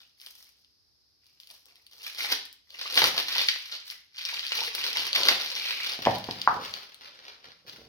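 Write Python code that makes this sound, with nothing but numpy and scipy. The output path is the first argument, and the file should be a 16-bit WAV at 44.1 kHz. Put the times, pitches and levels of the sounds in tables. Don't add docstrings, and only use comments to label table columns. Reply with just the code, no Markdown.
import sys
import numpy as np
from scipy import signal
from scipy.fft import rfft, irfft
from scipy.io import wavfile

SR = 44100
rng = np.random.default_rng(int(sys.argv[2]) if len(sys.argv) > 2 else 0)


def bounce(signal):
    frames = np.transpose(np.atleast_2d(signal))
    limited = np.clip(frames, -1, 1)
    pcm = np.round(limited * 32767).astype(np.int16)
    wavfile.write(sys.argv[1], SR, pcm)


N = 347508
TIME = np.arange(N) / SR


def from_db(db):
    return 10 ** (np.asarray(db) / 20)


def rms_one(x):
    return x / np.sqrt(np.mean(x ** 2) + 1e-20)


def peak_one(x):
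    return x / np.abs(x).max()


def unit_energy(x):
    return x / np.sqrt(np.sum(x ** 2, axis=-1, keepdims=True) + 1e-20)


def at_hz(points, hz):
    freqs, values = np.transpose(points)
    return np.interp(np.log(np.maximum(hz, 1)), np.log(freqs), values)


def band(x, low_hz, high_hz, order=2):
    edges = [low_hz, min(high_hz, SR / 2 - 10)]
    return signal.sosfilt(signal.butter(order, edges, "band", fs=SR, output="sos"), x)


def eq_pulse(eq, size=4096):
    gain = from_db(at_hz(eq, np.arange(size // 2 + 1) * SR / size))
    cepstrum = irfft(np.log(gain))
    cepstrum[1:size // 2] *= 2
    cepstrum[size // 2 + 1:] = 0
    return unit_energy(irfft(np.exp(rfft(cepstrum))))


def through(x, pulse):
    return signal.oaconvolve(np.atleast_2d(x), np.atleast_2d(pulse), axes=-1)[:, :N]


def add(track, s, sound):
    start = max(round(s * SR), 0)
    track[start:start + len(sound)] += sound[:max(N - start, 0)]


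def ringing(modes):
    t = TIME[:SR]
    return sum(from_db(db - 60 * t / t60) * np.sin(2 * np.pi * hz * t) for hz, db, t60 in modes)


def envelope(rows, attack_s, release_db_per_s):
    level_db = np.full(N, -130.)
    for (s, hold_s, db), rise_s in zip(rows, np.broadcast_to(attack_s, len(rows))):
        attack_db = 20 * np.minimum(TIME - s, 0) / rise_s
        release_db = release_db_per_s * np.maximum(TIME - s - hold_s, 0)
        level_db = np.maximum(level_db, db + attack_db - release_db)
    return level_db


def crackle(per_s, spread_db):
    sizes = from_db(spread_db * np.minimum(rng.exponential(1, N), 3.5)) * rng.choice([-1, 1], N)
    return rms_one(sizes * (rng.random(N) < per_s / SR) / np.sqrt(per_s))


def flurries(per_s, last_s, bed):
    starts = (rng.random(N) < per_s / SR) * rng.uniform(.3, 1, N)
    power = signal.lfilter([1], [1, -np.exp(-2 / (last_s * SR))], starts ** 2 + 1e-18)
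    return rms_one(np.sqrt(power / power.mean() + bed ** 2))


# f/Hz, t60/s
ROOM_DECAY = [(100, 0.68), (400, 0.38), (4000, 0.47), (16000, 0.15)]


def room_response(early_db, early_s=0.006, predelay_s=0.0019):
    t, edges, tail = TIME[:SR // 2], np.geomspace(40, 20000, 13), 0
    for low, high in zip(edges, edges[1:]):
        hz = np.sqrt(low * high)
        alike = 1 / (1 + (hz / 850) ** 2) ** 2
        mid, side = band(rng.standard_normal((2, len(t))), low, high, order=3)
        pair = np.sqrt(1 + alike) * mid + np.sqrt(1 - alike) * side * [[1], [-1]]
        tail = tail + pair * from_db(-60 * t / at_hz(ROOM_DECAY, hz))
    early_boost = 1 + from_db(early_db) * np.exp(-t / early_s)
    return unit_energy(tail * (t > predelay_s) * early_boost)


def place(x, room, send_db, lag_ms, pan_db):
    x = np.ravel(x)
    direct = np.array([x, np.interp(TIME - lag_ms / 1000, TIME, x)])
    return (direct + from_db(send_db) * through(x, room)) * from_db([[pan_db / 2], [-pan_db / 2]])


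def wander(x, rooms, send_db, lag_ms, pan_db, step_s=.02):
    knots = np.arange(0, TIME[-1] + step_s, step_s)
    spot = np.interp(TIME, knots, rng.integers(0, len(rooms), len(knots))).round()
    lags = lag_ms * np.linspace(.8, 1.2, len(rooms))
    return sum(place(x * (spot == k), room, send_db, lags[k], pan_db) for k, room in enumerate(rooms))


# f/Hz, level/dB
BED_EQ = [(20, -37.5), (60, 9), (110, 3.5), (300, -10), (600, -21.5), (3000, -25), (5100, -4.5),
          (7500, -37.5), (12200, -24.5), (16000, -41)]


def noise_bed(gain_db=-70):
    noise = through(rng.standard_normal((3, N)), eq_pulse(BED_EQ))
    hiss = from_db(4.5) * band(noise[:2], 270, 20000)
    rumble = from_db(-12.0) * band(noise[2] + 1.6 * noise[:2], 39, 280)
    return from_db(gain_db) * (hiss + rumble)


def patter(low_hz, high_hz, cycles, count):
    out, t = np.zeros(N), TIME[:SR // 20]
    for when, pitch, softness in rng.random((count, 3)):
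        hz = low_hz * (high_hz / low_hz) ** pitch
        decay = from_db(-14 * softness - 60 * t * hz / cycles)
        add(out, when * TIME[-1], decay * np.sin(2 * np.pi * hz * t))
    return rms_one(band(out, low_hz / 2, high_hz * 2, order=3))


# f/Hz, level/dB
CLICK_EQ = [(45, -70), (90, -13), (170, -23), (320, -8), (460, -6.5), (630, -6.5), (920, -3), (1250, -2),
            (2000, 3), (4000, 8.5), (4900, 4.5), (5800, -5.5), (7500, -33.5), (10500, -25), (16000, -21.5)]
# t/s, hold/s, level/dB, air offset/dB, body offset/dB
TUG_CUES = [(0.0, 0.0043, -57, -6, -11.5), (0.205, 0.093, -59, 3.5, -20), (0.35, 0.1, -63, 3, -18),
            (0.49, 0.15, -74.5, -2, -16), (1.23, 0.14, -71.5, -3.5, -19), (1.41, 0.088, -67, 1, -19),
            (1.505, 0.035, -58, 2.5, -11), (1.66, 0.13, -66, -3, -8), (1.932, 0.15, -56, -3.5, -16),
            (2.06, 0.0051, -40, -3, -17.5), (2.206, 0.029, -34.5, -5.5, -15.5),
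            (2.302, 0.014, -37, -5, -10.5), (2.716, 0.06, -52.5, -4.5, -14.5),
            (2.792, 0.17, -41.5, -10.5, -16), (2.985, 0.0095, -28, -4, -9.5), (3.049, 0.011, -32, -4, -6.5),
            (3.189, 0.0022, -33.5, -7.5, -8.5), (3.297, 0.1, -36.5, -10, -17),
            (3.388, 0.0067, -28.5, -11, -15.5), (3.47, 0.061, -37, -8, -28), (3.564, 0.14, -50, -6.5, -24),
            (3.726, 0.012, -40, -14, -18), (3.877, 0.033, -50, -3, -23), (4.176, 0.098, -44.5, -12.5, -28),
            (4.26, 0.3, -40, -11, -22.5), (4.528, 0.14, -36.5, -7, -15), (4.751, 0.17, -39, -8.5, -14.5),
            (4.965, 0.1, -35, -9, -13.5), (5.176, 0.17, -34.5, -7.5, -5), (5.36, 0.56, -39.5, -9.5, -16)]


def peeling(rooms, firm_tug_db=-35, release_db_per_s=204.5, slack_db_per_s=311):
    s, hold_s, db, air_offset, body_offset = np.transpose(TUG_CUES)
    attack_s = 0.063 * from_db(0.23 * (db - firm_tug_db))
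    fine_db = envelope(list(zip(s, hold_s, db)), attack_s, release_db_per_s)
    air_db = envelope(list(zip(s, hold_s, db + air_offset)), attack_s, release_db_per_s)
    body_db = envelope(list(zip(s, hold_s, db + body_offset)), attack_s, slack_db_per_s)
    force_db = np.clip(fine_db, -75, -25) - firm_tug_db
    creases_per_s = 1250 * from_db(0.37 * force_db)
    uneven = np.clip(.8 - .06 * force_db, 0, 1)
    bursts = flurries(per_s=120, last_s=.0045, bed=.5) ** uneven
    shared = crackle(creases_per_s, spread_db=4.0) * bursts
    pulse, out = eq_pulse(CLICK_EQ), 0
    folds = [(air_db, band(pulse, 7590, 15300, order=4)),
             (fine_db, band(pulse, 4340, 6200, order=3)),
             (fine_db + 0.22 * force_db, band(pulse, 1300, 4050, order=3)),
             (body_db, band(pulse, 110, 1160, order=3))]
    for fold_db, tick in folds:
        own = crackle(creases_per_s, spread_db=4.0) * flurries(per_s=95, last_s=.005, bed=.4)
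        clicks = rms_one(shared + 0.32 * own)
        out = out + through(clicks * from_db(fold_db), unit_energy(tick))
    out = out + patter(450, 1145, cycles=81.0, count=380) * from_db(body_db - 10.0)
    out = out + patter(2000, 5600, cycles=22, count=800) * from_db(fine_db - 2)
    return wander(out, rooms, send_db=-3.0, lag_ms=.16, pan_db=0.0)


CLOSE_SEND_DB = -6.0
# f/Hz, level/dB
SNAP_EQ = [(100, -34.5), (500, -23.5), (1500, -4.5), (3000, 15.5), (6000, 9), (7500, -4.5), (10500, -22),
           (16000, -29)]
# t/s, level/dB, edge level/dB
SNAP_CUES = [(0.1995, -44.5, -58), (0.2145, -41.5, -54), (0.2624, -34.5, -43), (0.6464, -52, -72),
             (1.2575, -56, -79), (1.4002, -39.5, -54), (1.4331, -46, -66), (1.4717, -44, -48),
             (1.502, -40, -49), (1.6558, -49, -50), (1.756, -48, -57), (1.8656, -44, -53),
             (2.453, -38, -40), (2.527, -46, -42.5), (2.7045, -40, -55), (2.877, -30, -41.5),
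             (2.9424, -23, -29.5), (2.9747, -18, -38.5), (3.0187, -12.5, -40), (3.041, -12, -29),
             (3.1792, -17, -35), (3.4862, -7.5, -41), (3.9008, -27.5, -44), (4.2513, -20, -37.5),
             (4.393, -22, -52), (4.466, -23.5, -39), (4.5772, -25, -47), (4.6054, -21, -50),
             (4.7503, -23.5, -30), (4.8389, -21, -48), (4.8778, -22.5, -51.5), (4.9636, -23, -51),
             (5.13, -15, -37.5), (5.2125, -21, -51), (5.233, -13, -39), (5.2853, 2, -23),
             (5.5015, -28, -41), (5.552, -24, -50), (5.597, -27, -49), (5.8935, -28, -36),
             (6.0207, -31, -44), (6.1574, -31, -49.5), (6.1838, -36, -39.5), (6.2417, -28, -46),
             (6.31, -22.5, -45), (6.4157, -20.5, -40), (6.7384, -23.5, -45), (6.944, -41, -46.5),
             (7.6956, -33.5, -54)]


def snaps(rooms, facet_hz=4990, spread_octaves=0.11, ring_t60=0.0092, ring_db=-17.0, drive_db=8.0):
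    spots, tick = np.zeros((len(rooms), N)), eq_pulse(SNAP_EQ)
    t = TIME[:len(tick)]
    decay = from_db(-60 * t / ring_t60)
    ceiling = from_db(-4.0)
    for k, (s, db, edge_db) in enumerate(SNAP_CUES):
        hz = facet_hz * 2 ** (spread_octaves * rng.standard_normal())
        facet = from_db(ring_db) * decay * np.sin(2 * np.pi * hz * t)
        body = tick + signal.fftconvolve(tick, facet)[:len(tick)]
        edge = band(rng.standard_normal(len(t)) * decay, 8000, 18000, order=3)
        gain = ceiling * np.tanh(from_db(db + drive_db) / ceiling)
        snap = gain * peak_one(body) + from_db(edge_db + drive_db) * peak_one(edge)
        add(spots[k % len(rooms)], s + 0.0007, snap)
    return sum(place(x, room, CLOSE_SEND_DB, lag_ms=0.19, pan_db=2.0) for x, room in zip(spots, rooms))


# t/s, level/dB, f/Hz
POP_CUES = [(0.27, -38, 3300), (2.243, -35, 830), (2.857, -31.5, 1180), (3.018, -20, 897),
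            (3.145, -34, 855), (3.36, -31.5, 930), (3.561, -25, 2640), (4.328, -37.5, 956),
            (4.52, -16.5, 2900), (4.587, -35, 870), (4.617, -29.5, 922), (4.676, -41, 470),
            (4.878, -43, 527), (4.962, -32.5, 940), (5.188, -30, 977), (5.8642, -24.5, 3470),
            (6.0529, -17.5, 3170)]


def pops(rooms, cycles=39.0, tick_db=3.0):
    out, tick = np.zeros(N), peak_one(eq_pulse(CLICK_EQ))
    for s, db, hz in POP_CUES:
        t60 = cycles / hz
        add(out, s, from_db(db) * ringing([(hz, 0, t60), (1.59 * hz, -10, t60 / 2)]))
        add(out, s, from_db(db + tick_db) * tick)
    return wander(band(out, 330, 16000, order=3), rooms, CLOSE_SEND_DB, lag_ms=.16, pan_db=0)


# t/s, hold/s, level/dB
RASP_CUES = [(1.24, 0.065, -78), (5.59, 0.27, -43)]


def rasp(low_hz=2200, high_hz=3000):
    level_db = envelope(RASP_CUES, attack_s=0.044, release_db_per_s=125.5)
    slips = crackle(per_s=2500, spread_db=3.0)
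    return from_db(level_db) * rms_one(band(slips, low_hz, high_hz, order=3))


# t/s, hold/s, level/dB, air offset/dB, body offset/dB
CRACK_CUES = [(2.3202, 0.005, -20.5, -6, -12), (2.9742, 0.0016, -12, -35, -16),
              (3.0183, 0.001, -19.5, -20, -2), (3.0406, 0.002, -17.5, -6.5, -6),
              (3.1779, 0.0019, -23.5, -14, -8.5), (3.486, 0.001, -17, -15, -39),
              (5.1493, 0.012, -19, -14.5, -20.5), (5.285, 0.004, -13, -11, -12.5)]


def cracks(room):
    s, hold_s, db, air_offset, body_offset = np.transpose(CRACK_CUES)
    clicks = crackle(per_s=20000, spread_db=1)
    pulse, out = eq_pulse(CLICK_EQ), 0
    for offset, low_hz, high_hz in [(0, 1500, 6200), (air_offset, 7400, 15000), (body_offset, 200, 1400)]:
        level_db = envelope(list(zip(s, hold_s, db + offset)), attack_s=.002, release_db_per_s=1500)
        tick = unit_energy(band(pulse, low_hz, high_hz, order=3))
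        out = out + through(clicks * from_db(level_db), tick)
    return place(out, room, CLOSE_SEND_DB, lag_ms=0.15, pan_db=0.5)


# f/Hz, level/dB
SHUFFLE_EQ = [(25, -27.5), (60, -3.5), (165, 0), (270, -3), (480, 2), (1200, -18.5), (2500, -43.5)]
# t/s, hold/s, level/dB
SHUFFLE_CUES = [(3.03, 0.02, -46.5), (6.55, 0.017, -40.5), (7.03, 0.45, -78.5), (7.45, 0.034, -62.5),
                (7.665, 0.068, -62), (7.8, 0.038, -55.5)]


def shuffle(room):
    level_db = envelope(SHUFFLE_CUES, attack_s=0.067, release_db_per_s=197.0)
    slips = crackle(per_s=870, spread_db=6.5) * from_db(level_db)
    return place(through(slips, eq_pulse(SHUFFLE_EQ)), room, send_db=-6.0, lag_ms=0, pan_db=-3.5)


# f/Hz, level/dB
WRAPPER_EQ = [(100, -25.5), (500, -10), (2300, -6), (4800, -1.5), (5800, -8), (7500, -31), (11000, -18.5),
              (16000, -18)]
# t/s, low-pass mix/0-1
OFF_AXIS_MIX = [(6.85, 0.29), (7.1, 0.84), (7.6, 1), (7.68, 0)]
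# t/s, hold/s, level/dB
WRAPPER_CUES = [(5.895, 0.01, -38.5), (6.03, 0.12, -38.5), (6.24, 0.18, -43), (6.5, 0.17, -49),
                (6.62, 0.032, -36), (6.73, 0.064, -44.5), (7.01, 0.009, -41.5), (7.1, 0.097, -50.5),
                (7.23, 0.05, -47), (7.441, 0.0073, -49.5), (7.68, 0.05, -49.5)]


def wrapper(dull_hz=4800):
    level_db = envelope(WRAPPER_CUES, attack_s=.025, release_db_per_s=105.5)
    clicks = crackle(per_s=1600, spread_db=4.8) * flurries(per_s=120, last_s=.004, bed=.8)
    rustle = through(clicks * from_db(level_db), eq_pulse(WRAPPER_EQ))
    dull = signal.sosfilt(signal.butter(1, dull_hz, fs=SR, output="sos"), rustle)
    mix = np.interp(TIME, *np.transpose(OFF_AXIS_MIX))
    return rustle * (1 - mix) + dull * mix


# f/Hz, level/dB, t60/s
PILE_MODES = [(518, 10.5, 0.9), (608, 10.5, 0.87), (710, 17, 0.37), (996, -5, 0.59), (1090, -1, .65),
              (1283, -1.5, 0.88)]
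# f/Hz, level/dB, t60/s
TABLE_MODES = [(60.3, -14, 0.54), (108.6, 0, 0.63), (139, -3.5, .3), (194, -8, 0.25), (258.5, 1.5, 0.2)]
# t/s, level/dB, f/Hz, send to the table/dB, grit offset/dB
KNOCK_CUES = [(5.991, -41.5, 608, -46, -21), (6.061, -18.5, 734, -39, -3), (6.07, -6, 714, -27, -17.5),
              (6.082, -15.5, 653, -56.5, -19.5), (6.288, -25, 710, -37, -13.5),
              (6.475, -1.5, 1054, -41.5, -27)]


def knocks(room, band_ratio=1.315, grit_t60=0.057, thud_db=14.0, table_ring_db=-10.5, pile_db=-22.5):
    contacts, pushes, impulse = np.zeros(N), np.zeros(N), signal.unit_impulse(SR // 10)
    grit_decay = from_db(-60 * TIME[:len(impulse)] / grit_t60)
    thud = peak_one(band(impulse, 120, 530))
    for s, db, hz, table_db, grit_db in KNOCK_CUES:
        knock = peak_one(band(impulse, hz / band_ratio, hz * band_ratio, order=3))
        grit = peak_one(band(rng.standard_normal(len(impulse)) * grit_decay, 1600, 2310))
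        add(contacts, s, from_db(db) * (knock + from_db(grit_db) * grit))
        add(contacts, s, from_db(table_db + thud_db) * thud)
        add(pushes, s, from_db(table_db + table_ring_db) * impulse)
    pile = from_db(pile_db) * through(contacts, unit_energy(ringing(PILE_MODES)))
    table = through(pushes, ringing(TABLE_MODES))
    return place(contacts, room, send_db=-4.5, lag_ms=0.089, pan_db=-0.5) + pile + table


def scene():
    near = [room_response(early_db=1.5) for spot in range(4)]
    room = room_response(early_db=-18.5)
    crinkle = peeling(near)
    loose_film = wander(wrapper() + rasp(), near, send_db=-3.0, lag_ms=0.423, pan_db=0.8)
    accents = snaps(near) + pops(near) + cracks(room)
    return crinkle + loose_film + accents + knocks(room) + shuffle(room) + noise_bed()


def record(dry, cutoff_hz=16100):
    lowpass = signal.ellip(12, .1, 100, cutoff_hz, fs=SR, output="sos")
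    return signal.sosfilt(lowpass, np.clip(dry, -1, 1))


dry = scene()
out = record(dry)
bounce(out)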